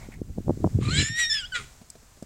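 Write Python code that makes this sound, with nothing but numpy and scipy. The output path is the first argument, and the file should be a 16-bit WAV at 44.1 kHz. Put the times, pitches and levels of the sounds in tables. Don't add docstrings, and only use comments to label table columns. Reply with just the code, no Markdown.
import sys
import numpy as np
from scipy import signal
from scipy.fft import rfft, irfft
from scipy.io import wavfile

SR = 44100
rng = np.random.default_rng(int(sys.argv[2]) if len(sys.argv) > 2 else 0)


def put_to_file(sound):
    columns = np.atleast_2d(sound).T
    safe = np.clip(columns, -1, 1)
    whole_steps = np.round(safe * 32767)
    wavfile.write(sys.argv[1], SR, whole_steps.astype(np.int16))


N = 99225


def from_db(db):
    return 10 ** (np.asarray(db) / 20)


def unit_power(x):
    return x / np.sqrt(np.mean(x ** 2) + 1e-20)


def in_time(rows):
    times, *columns = np.transpose(rows)
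    return [np.interp(np.arange(N) / SR, times, column) for column in columns]


def envelope(rows):
    return from_db(in_time(rows)[0])


def gain_at(spectrum, hz):
    knots, db = np.transpose(spectrum)
    return from_db(np.interp(np.log(np.maximum(hz, 1)), np.log(knots), db))


def coloured(x, spectrum):
    return unit_power(irfft(rfft(x) * gain_at(spectrum, np.arange(N // 2 + 1) * SR / N), N))


def noise(spectrum):
    return coloured(rng.standard_normal(N), spectrum)


def cut(x, hz, kind="low", order=2):
    return signal.sosfilt(signal.butter(order, hz, kind, fs=SR, output="sos"), x)


def drift(hz):
    return unit_power(cut(rng.standard_normal(2 * N), hz)[N:])


def bursts(rows, spectrum, rise_s, t60_s):
    t, level = np.arange(N) / SR, np.zeros(N)
    for peak_s, db in rows:
        rise = np.clip(1 + (t - peak_s) / rise_s, 0, 1)
        level += rise * from_db(db - 60 * np.maximum(t - peak_s, 0) / t60_s)
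    return level * noise(spectrum)


def wind():
    # (time [s], level [dB])
    gusts = [(0, -46), (.3, -43), (.5, -42), (.72, -46), (.88, -51), (1.2, -50), (1.5, -54), (1.7, -52),
             (1.9, -73), (2.25, -73)]
    # (frequency [Hz], gain [dB])
    spectrum = [(15, 1), (35, 7.5), (70, 0.5), (130, -6), (250, -16), (600, -44.5)]
    return envelope(gusts) * noise(spectrum)


def hiss():
    # (time [s], level [dB])
    levels = [(0, -50.5), (.2, -59.5), (.45, -56.5), (.7, -51.5), (1.1, -60), (1.45, -54), (1.65, -50.5),
              (1.85, -55)]
    # (frequency [Hz], gain [dB])
    spectrum = [(20, 10.5), (100, 11), (300, -6.5), (700, -5.5), (1500, -8), (3200, -13), (5000, -10),
                (7500, -6.5), (10000, -17), (16000, -21.5)]
    return envelope(levels) * noise(spectrum)


def rustle():
    # (time [s], level [dB])
    levels = [(0, -50.5), (.055, -53.5), (.09, -58.5), (.15, -59), (.18, -69), (.3, -85)]
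    # (frequency [Hz], gain [dB])
    spectrum = [(300, -9), (700, -1.5), (1650, -12.5), (2150, -2), (2900, -19), (3800, -15), (5000, -40)]
    # (time [s], level [dB])
    scuffs = [(.015, -56), (.1205, -46.5), (.1405, -47)]
    # (frequency [Hz], gain [dB])
    scuff_spectrum = [(1400, -21), (2100, 0), (2500, -10), (3000, -23), (12000, -30)]
    grain = unit_power(from_db(3 * drift(hz=22)))
    rustling = envelope(levels) * noise(spectrum) * grain
    return rustling + bursts(scuffs, scuff_spectrum, rise_s=0.0033, t60_s=0.071)


def rubbing():
    # (time [s], level [dB])
    levels = [(0, -43), (.13, -53), (.19, -39), (.26, -49), (.30, -32), (.34, -57), (.38, -28.5),
              (.43, -50), (.49, -16.5), (.55, -42.5), (.59, -37.5), (.66, -21), (.70, -42), (.75, -31.5),
              (.83, -30), (.90, -26), (.96, -28), (1.0, -20), (1.05, -42), (1.12, -51), (1.19, -54),
              (1.42, -57.5), (1.55, -61.5), (1.61, -40.5), (1.7, -69), (2.25, -70)]
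    # (frequency [Hz], gain [dB])
    spectrum = [(20, -8), (50, 4.5), (90, 2.5), (140, 1), (220, -5.5), (340, -14), (500, -23.5), (800, -34),
                (1500, -114)]
    return envelope(levels) * noise(spectrum)


def knocks():
    # (time [s], peak level [dB], cut-off [Hz])
    impacts = [(0.087, -29, 520), (0.216, -18.5, 477), (.377, -28, 784), (.383, -18.5, 704),
               (0.403, -26.5, 353), (0.4814, -14.5, 900), (0.4952, -8, 840), (0.5036, -15.5, 930),
               (0.5068, -10.5, 655), (0.573, -25, 443), (0.603, -25.5, 420), (0.6429, -6.5, 920),
               (.646, -9, 1050), (0.652, -19.5, 664), (.663, -19.5, 850), (0.673, -16.5, 970),
               (0.7874, -13.5, 466), (0.812, -26, 420), (0.886, -17, 413), (0.982, -31, 330),
               (0.996, -31, 347), (1.025, -20.5, 477), (2.2249, -28.5, 804)]
    # (frequency [Hz], level [dB], T60 [s])
    modes = [(116, -7, 0.022), (200, 1.5, 0.014), (318, -19, 0.031)]
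    push_t60_s, low_cut_hz = 0.0084, 55
    t, track = np.arange(N // 10) / SR, np.zeros(2 * N)
    push = from_db(-60 * t / push_t60_s)
    ring = sum(from_db(db - 60 * t / t60) * np.cos(2 * np.pi * hz * t) for hz, db, t60 in modes)
    for onset_s, db, soft_hz in impacts:
        knock = cut(cut(push + ring, soft_hz, order=5), low_cut_hz, "high")
        start = int(onset_s * SR)
        track[start:start + len(t)] -= from_db(db) * knock / np.abs(knock).max()
    return track[:N]


def judder():
    # (time [s], level [dB])
    levels = [(.68, -100), (.70, -43.5), (.745, -27), (.81, -27), (.86, -22), (.91, -24.5), (.96, -38.5),
              (1.0, -20.5), (1.04, -34.5), (1.10, -36), (1.17, -58), (1.2, -100)]
    slip_hz, wobble, octave_db, flutter_db = 121.53, 0.2097, -17.5, 7
    phase = 2 * np.pi * np.cumsum(slip_hz * (1 + wobble * drift(hz=38.2))) / SR
    slips = np.sin(phase) + from_db(octave_db) * np.sin(2 * phase)
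    return envelope(levels) * unit_power(slips * from_db(flutter_db * drift(hz=32)))


def whinny():
    # (time [s], frequency [Hz])
    whistle_pitch = [(.82, 1208), (.89, 1190), (.91, 1382), (.935, 1539), (.97, 1630), (1.0, 1745),
                     (1.035, 1723), (1.066, 1784), (1.16, 1865), (1.2, 1928), (1.232, 1901), (1.258, 1839),
                     (1.292, 1888), (1.301, 1771), (1.331, 1745), (1.336, 1860), (1.343, 1755),
                     (1.378, 1696), (1.41, 1572), (1.435, 1429), (1.449, 1457), (1.456, 1612), (1.48, 1749),
                     (1.52, 1559), (1.545, 1460), (1.58, 1392), (1.61, 1231)]
    # (time [s], pitch spread [ratio])
    unsteadiness = [(.83, 0.076), (.875, 0.035), (.90, 0.0056), (1.57, 0.0028), (1.6, 0.045)]
    # (time [s], fundamental level [dB], overtone level [dB])
    whistle_levels = [(.77, -115, -115), (.81, -57, -70), (.845, -46.5, -63), (.893, -39, -49),
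                      (.912, -38, -43.5), (.97, -35, -37), (1.0, -31.5, -39), (1.04, -37, -35),
                      (1.10, -36.5, -36), (1.145, -35, -26), (1.2, -24, -23.5), (1.238, -26.5, -14.5),
                      (1.26, -32, -19), (1.292, -35.5, -23), (1.322, -33, -21.5), (1.336, -32, -21),
                      (1.347, -30.5, -26), (1.392, -42, -33.5), (1.415, -45.5, -50.5), (1.45, -40.5, -40),
                      (1.458, -55, -48.5), (1.478, -75, -61), (1.5, -88, -89), (1.515, -75, -91),
                      (1.523, -35.5, -47), (1.56, -29, -46), (1.583, -36, -68), (1.598, -45, -72),
                      (1.62, -56, -81), (1.66, -115, -115)]
    # (time [s], frequency [Hz], depth [0-1])
    low_tone = [(.83, 119.6, 0.4), (.87, 132.2, 0), (.89, 630, 0.23), (.925, 631.6, 0.34),
                (.955, 584.3, 0.54), (.99, 630, 0.72), (1.02, 611.8, 0.56), (1.06, 585.3, 0.05),
                (1.16, 561.3, 0.06), (1.21, 516, 0.05), (1.25, 570.7, 0.12), (1.28, 564, 0.02),
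                (1.54, 597.4, 0), (1.556, 535, 0.9), (1.58, 451, 1), (1.61, 405, 0.4)]
    # (time [s], level [dB])
    low_levels = [(1.52, -110), (1.55, -54.5), (1.605, -56.5), (1.64, -69), (1.7, -110)]
    # (frequency [Hz], gain [dB])
    formants = [(2000, 1), (2400, 10), (2650, -6.5), (2900, 2), (3300, 7.5), (3600, -13.5), (3830, -15),
                (4130, 17), (4550, -24), (4950, -0.5), (5280, -2), (5600, -15), (5850, -13), (6200, -13),
                (6650, -21), (7050, -4.5), (7500, -25), (7900, -3), (9000, -37), (9700, -27), (10800, -30),
                (12000, -45), (15500, -53)]
    # (time [s], factor [ratio])
    formant_shift = [(1.36, 1), (1.41, 0.96), (1.445, 0.933), (1.475, 1.05), (1.52, 0.934), (1.55, 0.91)]
    side_steps = (-2, -1, 1, 2)
    side_gains = (-5.5, -5.5, 1.5, 0)
    # (frequency [Hz], gain [dB])
    side_spectrum = [(950, -17), (1350, -12), (1950, 4.5), (2300, 5), (2600, -7), (3200, 0), (4050, 1.5),
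                     (4650, -14), (5300, -9), (6100, -14), (7000, -7.5), (7850, -7.5), (9500, -50)]
    # (time [s], level [dB])
    rasp_levels = [(.77, -105), (.81, -54), (.84, -44), (.875, -45.5), (.915, -44), (.95, -43),
                   (1.0, -30.5), (1.04, -39), (1.085, -39.5), (1.115, -56), (1.15, -53.5), (1.195, -32),
                   (1.235, -37), (1.28, -58), (1.32, -47), (1.345, -42.5), (1.385, -43), (1.42, -53),
                   (1.46, -60), (1.53, -65), (1.56, -34.5), (1.595, -43.5), (1.65, -55.5), (1.75, -78),
                   (1.85, -105)]
    # (frequency [Hz], gain [dB])
    rasp_spectrum = [(300, -26.5), (950, -21.5), (1300, -9), (1700, -3.5), (2300, 2.5), (2650, -2.5),
                     (3200, -1.5), (4000, -3.5), (4750, -8.5), (5400, -13), (6100, -33), (7100, -2.5),
                     (8000, -24), (9000, -25), (9800, -56), (16000, -52)]
    # (time [s], gain [dB])
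    treble_gains = [(.84, 0), (.89, 3.5), (.93, 9), (.98, 6.5), (1.02, 9.5), (1.075, 10.5), (1.11, 6.5),
                    (1.145, -7.5), (1.2, 7.5), (1.245, -9.5), (1.29, -14), (1.325, -15), (1.37, -13),
                    (1.41, 9.5), (1.46, -9), (1.53, 7), (1.56, -4), (1.62, 1)]
    jitter, shimmer_db = 0.0252, 9
    skirt_gain, broad_rasp_db = from_db(-10) / 2, 1
    flutter_hz, shelf_hz = 92.2, 6550

    pitch, = in_time(whistle_pitch)
    shift, = in_time(formant_shift)
    first_db, upper_db = in_time(whistle_levels)
    low_hz, depth = in_time(low_tone)
    rasp = envelope(rasp_levels)
    roughness = rasp / (rasp + from_db(first_db) + from_db(upper_db))
    wobble = jitter * roughness * drift(hz=270) + in_time(unsteadiness)[0] * drift(hz=216)
    phase = 2 * np.pi * np.cumsum(pitch * (1 + wobble)) / SR
    low_phase = 2 * np.pi * np.cumsum(low_hz * (1 + 0.018 * drift(hz=124))) / SR
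    beating = depth * from_db((first_db + upper_db) / 2)
    voice = envelope(low_levels) * np.sin(low_phase)
    for k in range(1, 9):
        level = from_db(first_db) if k == 1 else from_db(upper_db) * gain_at(formants, k * pitch / shift)
        blur_rad = (0.051 + 0.62 * roughness) * (k / 3) ** 2
        harmonic_phase = k * phase + blur_rad * drift(hz=270)
        voice += level * from_db(shimmer_db * roughness * drift(hz=147)) * np.sin(harmonic_phase)
        skirt = drift(hz=330) * np.sin(harmonic_phase) + drift(hz=330) * np.cos(harmonic_phase)
        voice += rasp * skirt_gain * gain_at(rasp_spectrum, k * pitch) * skirt
        for step, db in zip(side_steps, side_gains):
            resonance = gain_at(side_spectrum, k * pitch + step * low_hz)
            voice += beating * from_db(db) * resonance * np.sin(harmonic_phase + step * low_phase)

    flutter_phase = 2 * np.pi * np.cumsum(flutter_hz * (1 + 0.256 * drift(hz=31))) / SR
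    flutter = 1 + 0.41 * np.sin(flutter_phase)
    pulsing = (1 + 0.74 * np.sin(phase)) * (1 + 1.1 * depth * np.sin(low_phase)) * flutter
    turbulence = coloured(pulsing * rng.standard_normal(N), rasp_spectrum)
    call = np.sqrt(2) * voice + rasp * from_db(broad_rasp_db) * turbulence
    bin_hz = np.arange(N // 2 + 1) * SR / N
    treble = irfft(rfft(call) / (1 + (shelf_hz / (bin_hz + 1)) ** 20), N)
    return call + (envelope(treble_gains) - 1) * treble


def breath_spray():
    # (time [s], level [dB])
    levels = [(.78, -100), (.83, -52), (1.0, -58), (1.05, -68), (1.12, -78), (1.16, -48), (1.2, -48),
              (1.245, -43), (1.28, -56), (1.34, -43.5), (1.42, -70), (1.52, -75), (1.555, -46.5),
              (1.62, -54), (1.72, -79.5), (1.8, -100)]
    # (frequency [Hz], gain [dB])
    spectrum = [(4000, -20), (6200, 5.5), (7000, 0), (8600, 7), (9700, -7.5), (11000, -8), (12500, -28)]
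    return envelope(levels) * noise(spectrum)


def field_scatter(x):
    gain_db, t60_s, delay_s = -19, 0.38, 0.012
    t = np.arange(N) / SR
    tail = cut(rng.standard_normal(N), hz=22000) * from_db(-60 * t / t60_s) * (t > delay_s)
    return from_db(gain_db) * signal.fftconvolve(x, tail / np.linalg.norm(tail))[:N]


def hoarse_tone(rows, wobble):
    hz, db = in_time(rows)
    phase = 2 * np.pi * np.cumsum(hz * (1 + wobble * drift(hz=192))) / SR
    return np.sqrt(2) * from_db(db - 0.5 * drift(hz=145)) * np.sin(phase)


def squeals():
    # (time [s], frequency [Hz], level [dB])
    upper = [(.80, 3400, -90), (.835, 3600, -74), (.86, 3980, -36.5), (.872, 4100, -80), (.888, 4150, -33),
             (.90, 4060, -51), (.922, 4300, -32), (.945, 3800, -66), (.972, 3900, -38), (.99, 4050, -23),
             (1.02, 4080, -51), (1.06, 4150, -70), (1.08, 4150, -110)]
    # (time [s], frequency [Hz], level [dB])
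    lower = [(.95, 2768, -120), (.995, 2920, -33), (1.02, 2900, -29), (1.1, 2956, -110), (1.3, 3200, -66),
             (1.345, 3040, -41), (1.385, 2794, -38), (1.46, 2700, -120)]
    return hoarse_tone(upper, wobble=0.0137) + hoarse_tone(lower, wobble=0.05)


def bright_rush():
    # (time [s], level [dB])
    levels = [(1.12, -110), (1.175, -57), (1.21, -48), (1.285, -60), (1.34, -50), (1.40, -63), (1.48, -110)]
    # (frequency [Hz], gain [dB])
    spectrum = [(6500, -38), (8500, 6), (12400, -7), (16000, -22)]
    return envelope(levels) * noise(spectrum)


def thuds():
    # (time [s], level [dB])
    impacts = [(1.816, -42.5), (1.955, -43.5), (2.028, -50.5), (2.173, -50), (2.226, -40.5)]
    # (frequency [Hz], gain [dB])
    spectrum = [(50, -19), (150, 2.5), (350, -6), (700, -9), (1000, -22), (8000, -30.5), (12000, -37)]
    return bursts(impacts, spectrum, rise_s=0.0036, t60_s=0.048)


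def ticks():
    # (time [s], relative level [dB])
    clicks = [(1.9019, -23.5), (2.226, -34.5)]
    # (frequency [Hz], gain [dB])
    spectrum = [(1500, -27), (3500, -38), (4800, 2), (6200, -5), (8000, 9.5), (10500, -15), (16000, -28)]
    t60_s, tail_db, tail_t60_s = 0.011, -24, 0.06
    t, level = np.arange(N) / SR, np.zeros(N)
    for onset_s, db in clicks:
        age = np.abs(t - onset_s)
        decay = from_db(-60 * age / t60_s) + from_db(tail_db - 60 * age / tail_t60_s)
        level += (t >= onset_s) * from_db(db) * decay
    return level * noise(spectrum) / 2


def scene():
    outdoors = wind() + hiss() + rustle()
    grip = cut(rubbing() + judder(), hz=60.6, kind="high", order=3)
    handling = grip + knocks()
    horse = whinny() + breath_spray() + squeals() + bright_rush()
    return (outdoors + handling + horse + field_scatter(horse) + thuds() + ticks())[None]


def record(dry):
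    cutoff_hz = 15900
    return signal.sosfilt(signal.ellip(10, .1, 70, cutoff_hz, fs=SR, output="sos"), dry)


dry = scene()
out = record(dry)
put_to_file(out)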